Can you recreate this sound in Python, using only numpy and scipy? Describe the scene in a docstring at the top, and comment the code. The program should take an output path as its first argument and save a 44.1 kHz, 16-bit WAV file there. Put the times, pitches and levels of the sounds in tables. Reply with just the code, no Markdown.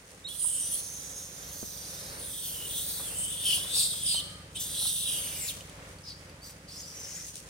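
"""Infant macaque screaming outdoors

Almost straight ahead of the microphone, overdriven vocal folds give two long, harsh screams that break
into whistles, then squeaks and a thinner cry. Adults tap the ground and step over dry leaves.
Far off, one soft hoot sounds and an engine idles to the right. Trees and a bank return a faint echo."""
import sys
import numpy as np
from scipy import signal
from scipy.fft import rfft, irfft, next_fast_len
from scipy.io import wavfile
from scipy.ndimage import map_coordinates

SR = 44100
rng = np.random.default_rng(int(sys.argv[2]) if len(sys.argv) > 2 else 0)


def to_wav(sig):
    """Store sig (one row per channel, or 1-D mono) as 16-bit WAV at the path in sys.argv[1].

    Samples outside -1..1 are clipped; the rate is SR.
    """
    pcm = np.clip(np.atleast_2d(sig), -1, 1) * 32767
    pcm = np.round(pcm).astype(np.int16)
    wavfile.write(sys.argv[1], SR, pcm.T)  # frames by channels


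N = 330309

# The slow course of the long wail and of the second scream.
# Each row: time in seconds, throat pitch in Hz, relative tone level in dB, relative rasp level in dB.
WAIL = [(0.28, 3418, -43.5, -53.5), (0.37, 3420, -53.5, -50), (0.42, 3310, -46.5, -48),
        (0.6, 2997, -49, -50.5), (0.75, 3259, -47, -44), (0.84, 3420, -61, -53.5),
        (1.36, 3740, -57.5, -56.5), (1.54, 4170, -58, -51), (1.91, 4070, -49.5, -53),
        (2.17, 3860, -52, -55.5), (2.45, 3317, -46, -45), (2.62, 2900, -45, -51),
        (2.77, 3525, -41.5, -46.5), (2.92, 4152, -46.5, -43), (3.08, 3240, -44, -51),
        (3.13, 2990, -54, -50), (3.42, 3337, -40.5, -49)]
SCREAM = [(4.58, 3460, -40.5, -62), (4.602, 3453, -42.5, -42.5), (4.676, 3705, -43, -47),
          (4.87, 3718, -34.5, -41.5), (4.93, 3620, -41, -42), (5.066, 3483, -36, -45),
          (5.166, 3103, -35.5, -42.5), (5.33, 2950, -49.5, -45.5)]
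WAIL_S, SCREAM_S = (0.283, 4.205), (4.556, 5.515)  # start and end of each
# Surges of effort end the wail and open and close the second scream.
# Each row: centre in seconds, half length in seconds, throat pitch in Hz, gain in dB.
SURGES = [(3.474, 0.057, 3120, 8.5), (3.545, 0.0694, 3106, 11), (3.8, 0.1015, 4020, 13.5),
          (4.125, 0.073, 3150, 6.5), (4.561, 0.029, 3215, 10), (5.486, 0.0487, 2622, 2.5)]
# The mouth gapes and the scream turns shrill; a smeared high overtone swells and rises.
# Each row: centre in seconds, half length in seconds, gain in dB, resonance shift in Hz.
GAPES = [(0.425, 0.104, 14, 250.5), (0.555, 0.136, 17, -150), (0.743, 0.142, 8, 301),
         (0.948, 0.38, 7.5, 250.5), (2.263, 0.158, 6.5, 50.5), (3.195, 0.21, 13, -330),
         (3.84, 0.21, 2.5, -550), (4.103, 0.12, 4.5, -200), (4.62, 0.211, -1.5, -500),
         (5.1, 0.655, 1.5, 200)]
SIZZLES = [(1.751, 0.68, 15.5, 900), (2.75, 0.87, 20, 2100)]
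# The folds lock into whistles. Each row: start and length in seconds, first, middle and last pitch
# in Hz, relative level in dB, jitter as a share of the pitch.
WHISTLES = [ (0.243, 0.0334, 3660, 3830, 3810, -43, 0.0059), (.268, 0.0164, 3950, 4279, 3850, -42, 0.0061),
            (0.282, 0.0535, 3320, 3370, 3480, -46, 0.0115), (0.576, .78, 5900, 6249, 6250, -51, 0.0174),
            (1.55, 0.721, 6052, 5532, 5100, -51.5, 0.0826), (2.821, .2, 3904, 4247, 3902, -49.5, .07),
            (3.021, .075, 3600, 3350, 3135, -49.5, 0.0266), (3.09, .36, 2700, 3167, 3285, -48, 0.04023),
            (3.45, .15, 5100, 5229, 5100, -42.5, 0.1032), (3.452, .12, 3220, 3033, 3110, -33.5, 0.0317),
            (3.74, 0.1282, 4577, 4782, 4636, -33.5, 0.0931), (4.02, .11, 9150, 9165, 8700, -32.5, 0.0181),
            (4.058, 0.128, 4900, 4600, 3965, -34, 0.0757), (4.156, 0.0378, 3150, 3131, 2870, -28.5, 0.0077),
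            (4.153, 0.0303, 8500, 8316, 8224, -32, 0.01184), (4.185, .025, 4500, 3980, 2880, -35.5, 0.019),
            (5.34, 0.175, 8600, 7900, 6050, -42.5, 0.038), (5.099, 0.455, 3012, 2699, 2351, -51, .11),
            (5.476, 0.0373, 4200, 3906, 2280, -38, 0.084), (6.032, 0.0496, 5000, 5295, 5250, -54.5, 0.0112),
            (6.071, 0.053, 4850, 4740, 4790, -50, 0.0089), (6.417, 0.0507, 4480, 4716, 4685, -53, 0.0104),
            (6.783, 0.044, 6400, 6560, 6560, -46.5, .05), (6.975, 0.272, 5300, 5373, 5650, -52.5, 0.0312),
            (6.898, 0.364, 3100, 2427, 2092, -59, 0.138), ]
# Two squeaks and a thin cry in two parts. Each row: start and length in seconds, first, middle and
# last pitch in Hz, relative levels of tone and of breathy rasp in dB.
WHIMPERS = [(6.04, 0.0964, 5150, 4900, 4870, -46, -65.5), (6.425, 0.105, 4720, 4810, 4950, -55, -57),
            (6.68, 0.1876, 4600, 5143, 5300, -47, -57), (6.87, 0.447, 5348, 6320, 6605, -45.5, -56)]
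# The colour of the two rasps, and of the tiny throat, which radiates no low notes.
# Each row: frequency in Hz, gain in dB.
SCREAM_RASP = [(1900, -57), (2500, -52.5), (3200, 3), (4500, 5), (5400, 5.5), (7300, -4), (11000, 6),
               (12200, 8.5), (14300, 5), (16000, 3)]
WHIMPER_RASP = [(2000, -14), (3500, -10), (6000, 2.5), (7500, -1), (8800, 4.5), (11800, -9), (13700, 0),
                (15800, -13)]
THROAT_RESPONSE = [(1400, -56), (2000, -17.5), (2600, -1.5), (3300, -0.5)]
# The infant's head turns. Each row: time in seconds, lean to the left (scaled to dB in from_ahead).
HEAD_TURN = [(0.28, -3), (0.69, 1), (0.96, -2.5), (3.17, 1.5), (5.11, 1.5), (5.5, 1.5)]

# Hands and feet on the ground. Each row: start in seconds, relative level in dB, thud offset in dB.
TAPS = [(0.445, -44.5, -25), (1.093, -54.5, -20.5), (1.629, -48.5, 14), (2.997, -40.5, -31),
        (3.573, -44, -19.5), (3.646, -45.5, -28), (3.764, -46.5, -19), (3.936, -49.5, -18),
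        (4.145, -44.5, -7), (4.819, -45.5, -23.5), (4.85, -41, -21), (5.569, -46.5, -0.5),
        (5.788, -48.5, -10)]
# Dry leaves and twigs snap. Each row: start in seconds, relative level in dB, pitch in Hz.
SNAPS = [(1.9253, -43, 6100), (5.6077, -33, 3030), (5.696, -34.5, 3090), (5.9855, -41, 4570),
         (6.0912, -33.5, 4670), (6.2109, -40, 5630), (6.2244, -48, 3070), (6.2962, -39.5, 4700),
         (6.5009, -36.5, 4540), (6.8024, -36.5, 5360), (7.1619, -34.5, 5430), (7.2098, -32.5, 6700)]
# Bursts of rustling in the leaf litter. Each row: centre in seconds, half length in seconds, gain in dB.
STIRS = [(.09, 0.112, 9), (5.5, 0.265, 13.5), (6.17, 0.15, 2.5), (7.36, 0.493, 15)]
# The colour of the leaf litter and of the open air. Each row: frequency in Hz, relative level in dB.
LITTER_SPECTRUM = [(1470, -51.5), (2500, -17), (4260, -13), (4600, -13.5), (6120, -8.5), (7360, -11.5),
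                   (9070, -7.5), (11700, -20), (15800, -23.5)]
AIR_SPECTRUM = [(15, -55), (25, -23), (36, -5.5), (48, 2.5), (157, -2), (184, 1.5), (205, -10.5),
                (284, -11), (324, -14.5), (542, -8.5), (710, -16.5), (1930, -16.5), (3680, -23),
                (8970, -26), (15800, -40.5)]
# A distant hoot. Its row: start and length in seconds, first, middle and last pitch in Hz, level in dB.
HOOT = [(4.175, .25, 1160, 1232, 1190, -59)]
# The far engine's harmonics. Each row: multiple of the cycle rate, relative level in dB.
ENGINE_ORDERS = [(1, -29), (2, -28.5), (3, -33), (4, -19.5), (5, 2.5), (6, -28.5), (7, 0.5), (8, 2.5),
                 (9, -2.5), (10, -6), (11, -0.5), (12, -11), (13, 2.5), (14, -8), (15, 2), (16, -7),
                 (17, -17.5), (18, -5), (19, -40), (20, -8.5), (21, -28), (22, -18), (23, -16), (24, -8.5),
                 (25, -33.5), (26, -5.5), (27, -29)]
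# The background drifts. Each row: time in seconds, relative levels of engine and of air in dB.
BACKGROUND_LEVELS = [(0.0, -64.5, -63), (0.67, -59, -55.5), (4.04, -53.5, -55), (7.05, -57, -57),
                     (7.49, -58.5, -55.5)]

# The echo from the trees and the bank. Each row: frequency in Hz, seconds to fall by 60 dB.
ECHO_T60 = [(300, 0.304), (3000, 0.628), (6000, 0.87), (9000, 0.597), (15000, 0.554)]
# Diffuse sound at the two microphone ports. Each row: frequency in Hz, left-right correlation.
COHERENCE = [(60, 1), (130, 1), (290, 1), (640, 0.88), (1400, 0.226), (3100, 0.028), (7000, 0.054)]
# The ports differ in colour, and the camera body shades the left one from sound on the right.
# Each row: frequency in Hz, left minus right in dB.
PORT_COLOUR = [(2000, -4), (3500, 0), (6000, -1.5), (8100, 2), (9100, -5.5), (10300, -4.5), (11100, 7.5),
               (12500, -7), (15500, 7.5)]
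BODY_SHADOW = [(400, -0.5), (1000, -0.5), (1900, -5), (3500, 1.5)]

EASY_HZ, EASY_WIDTH_HZ = 3050, 484  # the throat's easy pitch and its resonance width there
MOUTH_HZ, SIZZLE_HZ, OVERTONE_HZ = 9098, 12800, 6250  # the higher resonances at rest
HELD_S, HELD_DB, HELD_SAG_DB_PER_S = (0.583, 2.107), -46, 4  # a higher voice held in the quiet of the wail
TOP_HZ = 15900  # the camera's band limit


def screams(jitter=0.0348, calm_tone_share=0.172, flutter_db=0.09, ragged_db=1.5):
    """Overdriven folds: an unsteady tone and a chaotic rasp ring the throat and the open mouth."""
    throat_hz, width_hz, throat_db, rasp_db = effort()
    quaver = 1 + 0.012 * wobble(35)  # the strained throat trembles, moving all resonances together
    tone_share = np.clip(calm_tone_share * EASY_WIDTH_HZ / width_hz, 0, 1)
    tone = unit(np.sin(running_phase(throat_hz * quaver, jitter * wobble(700))))
    chaos = resonance(throat_hz * quaver, width_hz, steep=1.5, steeper_below=1.455)
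    throat = np.sqrt(tone_share) * tone + np.sqrt(1 - tone_share) * chaos
    voice = amp(throat_db - 2.94) * unit(throat * amp(ragged_db * wobble(110)))

    held_db = HELD_DB - HELD_SAG_DB_PER_S * (np.arange(N) / SR - HELD_S[0])
    overtone_gain = np.hypot(amp(rasp_db - 6), amp(held_db) * gate(*HELD_S, edge=0.057))
    voice += overtone_gain * resonance(OVERTONE_HZ * quaver, width_hz=600, steep=1)

    mouth_db = (throat_db + rasp_db) / 2 + 3.2 + swells((s, half, db) for s, half, db, _ in GAPES)
    mouth_hz = MOUTH_HZ + swells((s, half, hz) for s, half, _, hz in GAPES)
    voice += amp(mouth_db) * resonance(mouth_hz * quaver, width_hz=1500, steep=3.83)

    sizzle_db = rasp_db - 15 + swells((s, half, db) for s, half, db, _ in SIZZLES)
    sizzle_hz = SIZZLE_HZ + swells((s, half, hz) for s, half, _, hz in SIZZLES)
    voice += amp(sizzle_db) * resonance(sizzle_hz * quaver, width_hz=1700, steep=1.86)
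    voice += amp(rasp_db + 3) * noise(SCREAM_RASP)

    pressure = amp(flutter_db * wobble(450) + 0.965 * wobble(45))  # the folds slap irregularly
    sounding = gate(*WAIL_S, edge=0.0102) + gate(*SCREAM_S, edge=0.02)
    return filtered(voice * pressure * sounding, lambda hz: amp(along(THROAT_RESPONSE, hz)))


def effort(weak_below_db=-38, extra_fall=0.143, chaos_power=1.75, surge_widening=0.145):
    """Surges ride on the screams' slow course; the throat tone smears when pushed above its easy pitch."""
    pitches = [(s, hz) for s, hz, *_ in [*WAIL, *SCREAM]] + [(s, hz) for s, _, hz, _ in SURGES]
    throat_hz, = curves(sorted(pitches))
    wail_end = (WAIL_S[1], *WAIL[-1][1:])  # the wail holds its last level
    _, tone_db, rasp_db = curves([*WAIL, wail_end, *SCREAM])
    tone_db += extra_fall * np.minimum(tone_db - weak_below_db, 0)  # a weak voice loses its tone faster
    surge_db = swells((s, half, db) for s, half, _, db in SURGES)
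    width_hz = EASY_WIDTH_HZ * (throat_hz / EASY_HZ) ** chaos_power * amp(surge_widening * surge_db)
    return throat_hz, width_hz, tone_db + surge_db, rasp_db + surge_db


def whistles(octave_db=-18):
    """The folds lock into short glides, from pure to hoarse, with a weak octave."""
    stray = wobble(1100) + 0.7 * wobble(110)  # fast jitter on a slower waver
    flutter = amp(1.63 * wobble(250))
    out = np.zeros(N)
    for *arc, db, jitter in WHISTLES:
        pitch_hz, envelope = note(*arc, droop_db=9, edge=0.0093)
        on = envelope > 0
        phase = running_phase(pitch_hz[on], jitter * stray[on])
        octave = amp(octave_db) * (2 * pitch_hz[on] < TOP_HZ) * np.sin(2 * phase)
        out[on] += np.sqrt(2) * amp(db) * envelope[on] * (np.sin(phase) + octave)
    return out * flutter


def whimpers(jitter=0.0225, quaver=0.042):
    """Two hoarse squeaks, then a weak, wavering, rising cry."""
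    pitch_hz = np.full(N, float(WHIMPERS[0][2]))
    tone_gain, rasp_gain = np.zeros(N), np.zeros(N)
    for *arc, tone_db, rasp_db in WHIMPERS:
        arc_hz, envelope = note(*arc, droop_db=7, edge=0.016)
        pitch_hz = np.where(envelope > 0, arc_hz, pitch_hz)
        tone_gain += amp(tone_db) * envelope
        rasp_gain += amp(rasp_db) * envelope
    pitch_hz *= 1 + quaver * wobble(40)
    hoarse = amp(-1.5) * resonance(pitch_hz, width_hz=520, steep=1.22)
    clean = amp(-8) * np.sin(running_phase(pitch_hz, jitter * wobble(600)))
    breath = amp(5) * rasp_gain * noise(WHIMPER_RASP)
    return (tone_gain * (hoarse + clean) + breath) * amp(1.58 * wobble(300))


def taps():
    """The adults' hands and feet meet the ground: a short pat over a duller thud."""
    pat = noise([(350, -56), (700, 6.5), (1150, 5.5), (1900, -7.5), (5000, -33)])
    pat *= blows([(s, db) for s, db, _ in TAPS], t60=0.0545)
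    thud = noise([(60, -25.5), (170, 9.5), (380, 3.5), (650, 5.5), (1000, -28)])
    thud *= blows([(s, db + thud_db) for s, db, thud_db in TAPS], t60=0.0404)
    return amp(-2.5) * pat + amp(0.5) * thud


def snaps(ring_t60=0.017, crack_t60=0.01065):
    """Each dry leaf or twig cracks and rings briefly at its own pitch."""
    ring, t = np.zeros(N + SR), np.arange(SR // 10) / SR
    for s, db, hz in SNAPS:
        ring[round(s * SR):][:len(t)] += amp(db - 60 * t / ring_t60) * np.sin(2 * np.pi * hz * t)
    crack = noise([(1200, -11.5), (3000, 0.5), (10000, -3), (16000, -26)])
    crack *= blows([(s, db) for s, db, _ in SNAPS], t60=crack_t60)
    return amp(-6.5) * ring[:N] + amp(-2) * crack


def rustle(rest_db=-60.5, grain_db=3, clump_db=2.9):
    """All around the microphone, leaf litter crackles in small clumps under the moving animals."""
    crackle = diffuse(LITTER_SPECTRUM) * amp(grain_db * wobble(500) + clump_db * wobble(25))
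    return amp(rest_db + swells(STIRS)) * unit(crackle)


def hoot(jitter=0.02416):
    """One soft, arched note from far off."""
    *arc, db = HOOT[0]
    pitch_hz, envelope = note(*arc, droop_db=5, edge=0.033)
    return amp(db) * envelope * np.sin(running_phase(pitch_hz, jitter * wobble(150)))


def engine(cycle_hz=11.585, scatter_rad=0.802):
    """A far engine idles: odd orders a quarter turn from even ones make two unlike thumps a cycle."""
    level_db, _ = curves(BACKGROUND_LEVELS)
    phase = running_phase(cycle_hz, 0.004074 * wobble(3))
    thumps = np.zeros(N)
    for order, db in ENGINE_ORDERS:
        offset = np.pi / 2 * (round(order) % 2) + scatter_rad * rng.standard_normal()
        thumps += amp(db) * np.cos(order * phase + offset)
    return amp(level_db + 2.5 + wobble(18)) * unit(thumps)


def open_air(waver_db=2.36):
    """The wide hush of the place, its level gently wavering."""
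    _, level_db = curves(BACKGROUND_LEVELS)
    trim = [(50, -8.5), (170, -9.5), (280, -0.5), (2500, 0), (6000, -2)]
    hush = filtered(diffuse(AIR_SPECTRUM), lambda hz: amp(along(trim, hz)))
    return amp(level_db + 7 + waver_db * wobble(5.437)) * hush


def outdoors(x, scatter_db, echo_db, scatter_t60=0.0362, size=8192):
    """The ground scatters the sound at once; the trees and the bank answer faintly."""
    hz, t, spectra = signal.stft(rng.standard_normal((2, SR)), SR, nperseg=256)
    echo_decay = amp(-60 * t / along(ECHO_T60, hz)[:, None]) * (t > 0)
    tail = signal.istft(spectra * echo_decay, SR, nperseg=256)[1]
    echo = signal.fftconvolve(x[None], tail / np.linalg.norm(tail[0]), axes=1)[:, :N]
    decay = amp(-60 * np.arange(size // 2) / SR / scatter_t60)
    near, padded = np.zeros((2, N + 2 * size)), np.pad(x, (0, size))
    for start in range(0, N, size // 2):  # the ground paths change as the animals move
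        piece = padded[start:start + size] * np.sqrt(np.hanning(size))
        paths = rng.standard_normal((2, size // 2)) * decay / np.linalg.norm(decay)
        heard = signal.fftconvolve(piece[None], paths, axes=1)
        near[:, start:start + heard.shape[1]] += heard
    return x + amp(scatter_db) * near[:, :N] + amp(echo_db) * echo


def from_ahead(x, left_lead_ms=0.02556, db_per_lean=1.29):
    """The infant is almost on the microphone's axis; the balance shifts as its head turns."""
    balance_db = db_per_lean * curves(HEAD_TURN)[0]
    return microphone(x, PORT_COLOUR, left_lead_ms) * amp([balance_db / 2, -balance_db / 2])


def from_right(x):
    """Sound from the right reaches the left port late, and weaker in the midrange."""
    return microphone(x, BODY_SHADOW, left_lead_ms=-0.205)


def microphone(x, balance, left_lead_ms):
    """Two ports hear a sound a moment apart and with unlike colour."""
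    sides = np.array([[0.5], [-0.5]])
    lead_s = sides * left_lead_ms / 1000
    return filtered(x, lambda hz: amp(sides * along(balance, hz)) * np.exp(2j * np.pi * hz * lead_s))


def diffuse(spectrum):
    """Stereo noise from all around: alike in the bass, unrelated in the treble."""
    def mid_and_side(hz):
        angle = np.arccos(np.clip(along(COHERENCE, hz), -1, 1)) / 2
        return np.array([np.cos(angle), np.sin(angle)])
    mid, side = filtered(np.array([noise(spectrum), noise(spectrum)]), mid_and_side)
    return np.array([mid + side, mid - side]) / np.std(mid)


def resonance(centre_hz, width_hz, steep, steeper_below=1):
    """Chaotic airflow rings a moving resonance at steady power; steep sets the fall of its skirts."""
    hz, t, spectra = signal.stft(rng.standard_normal(N), SR, nperseg=512)
    at = np.minimum((t * SR).astype(int), N - 1)
    detune = 2 * (hz[:, None] - centre_hz[at]) / (width_hz * np.ones(N))[at]
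    skirt = np.where(detune < 0, steep * steeper_below, steep)
    shape = (1 + detune ** 2 / skirt) ** (-skirt / 2)
    shape /= np.linalg.norm(shape, axis=0)
    return unit(signal.istft(spectra * shape, SR, nperseg=512)[1][:N])


def note(s, length, first_hz, middle_hz, last_hz, droop_db, edge):
    """Pitch and envelope of a short call: one smooth arc, loudest in the middle."""
    u = np.clip(2 * (np.arange(N) / SR - s) / length - 1, -1, 1)  # -1 to 1 across the call
    bend_hz = (first_hz + last_hz) / 2 - middle_hz
    pitch_hz = middle_hz + u * (last_hz - first_hz) / 2 + u * u * bend_hz
    return pitch_hz, amp(-droop_db * u * u) * gate(s, s + length, edge)


def running_phase(pitch_hz, jitter):
    """Phase of a vibration whose pitch strays by the share jitter."""
    return 2 * np.pi * np.cumsum(pitch_hz * (1 + jitter)) / SR


def blows(events, t60, attack_s=0.000171):
    """Envelope of (s, dB) contacts that each die away in t60 seconds."""
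    out, t = np.zeros(N + SR), np.arange(SR // 4) / SR
    for s, db in events:
        out[round(s * SR):][:len(t)] += amp(db - 60 * t / t60) * (1 - np.exp(-t / attack_s))
    return out[:N]


def swells(rows):
    """Sum of (centre s, half length s, height) swells that rise and fall evenly."""
    t = np.arange(N) / SR
    return sum(np.interp(t, [s - half, s, s + half], [0, height, 0]) for s, half, height in rows)


def gate(start, end, edge):
    """1 from start to end, with ramps of edge seconds."""
    t = np.arange(N) / SR
    return np.sqrt(np.clip(np.minimum(t - start, end - t) / edge + 0.5, 0, 1))


def curves(rows):
    """One value per sample for each column after the time."""
    s, *columns = np.transpose(rows)
    return [np.interp(np.arange(N) / SR, s, column) for column in columns]


def wobble(rate):
    """A smooth random curve, rate knots a second."""
    knots = rng.standard_normal(int(N * rate / SR) + 4)
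    return map_coordinates(knots, [np.arange(N) * rate / SR])


def noise(spectrum):
    """Noise of rms 1, coloured by (Hz, dB) points."""
    return unit(filtered(rng.standard_normal(N), lambda hz: amp(along(spectrum, hz))))


def filtered(x, response):
    """x through a response that is a function of frequency."""
    size = next_fast_len(N + SR // 2)
    return irfft(rfft(x, size) * response(np.fft.rfftfreq(size, 1 / SR)), size)[..., :N]


def along(points, hz):
    """(Hz, value) points read on a log axis."""
    point_hz, values = np.transpose(points)
    return np.interp(np.log(hz + 1), np.log(point_hz + 1), values)


def amp(db):
    """Decibels to gain."""
    return 10 ** (np.asarray(db) / 20)


def unit(x):
    """Scale to rms 1."""
    return x / np.sqrt(np.mean(x ** 2) + 1e-20)


def scene():
    """The infant ahead, the adults in the leaves, and the far background to the right."""
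    infant = from_ahead(outdoors(screams() + whistles() + whimpers(), scatter_db=0, echo_db=-6))
    steps_and_hoot = outdoors(taps() + amp(-4.5) * snaps() + hoot(), scatter_db=-2.5, echo_db=-5)
    return amp(-0.5) * infant + steps_and_hoot + rustle() + from_right(engine() + open_air())


def record(dry):
    """The camera keeps nothing above its band limit."""
    return filtered(dry, lambda hz: hz < TOP_HZ)


dry = scene()
out = record(dry)
to_wav(out)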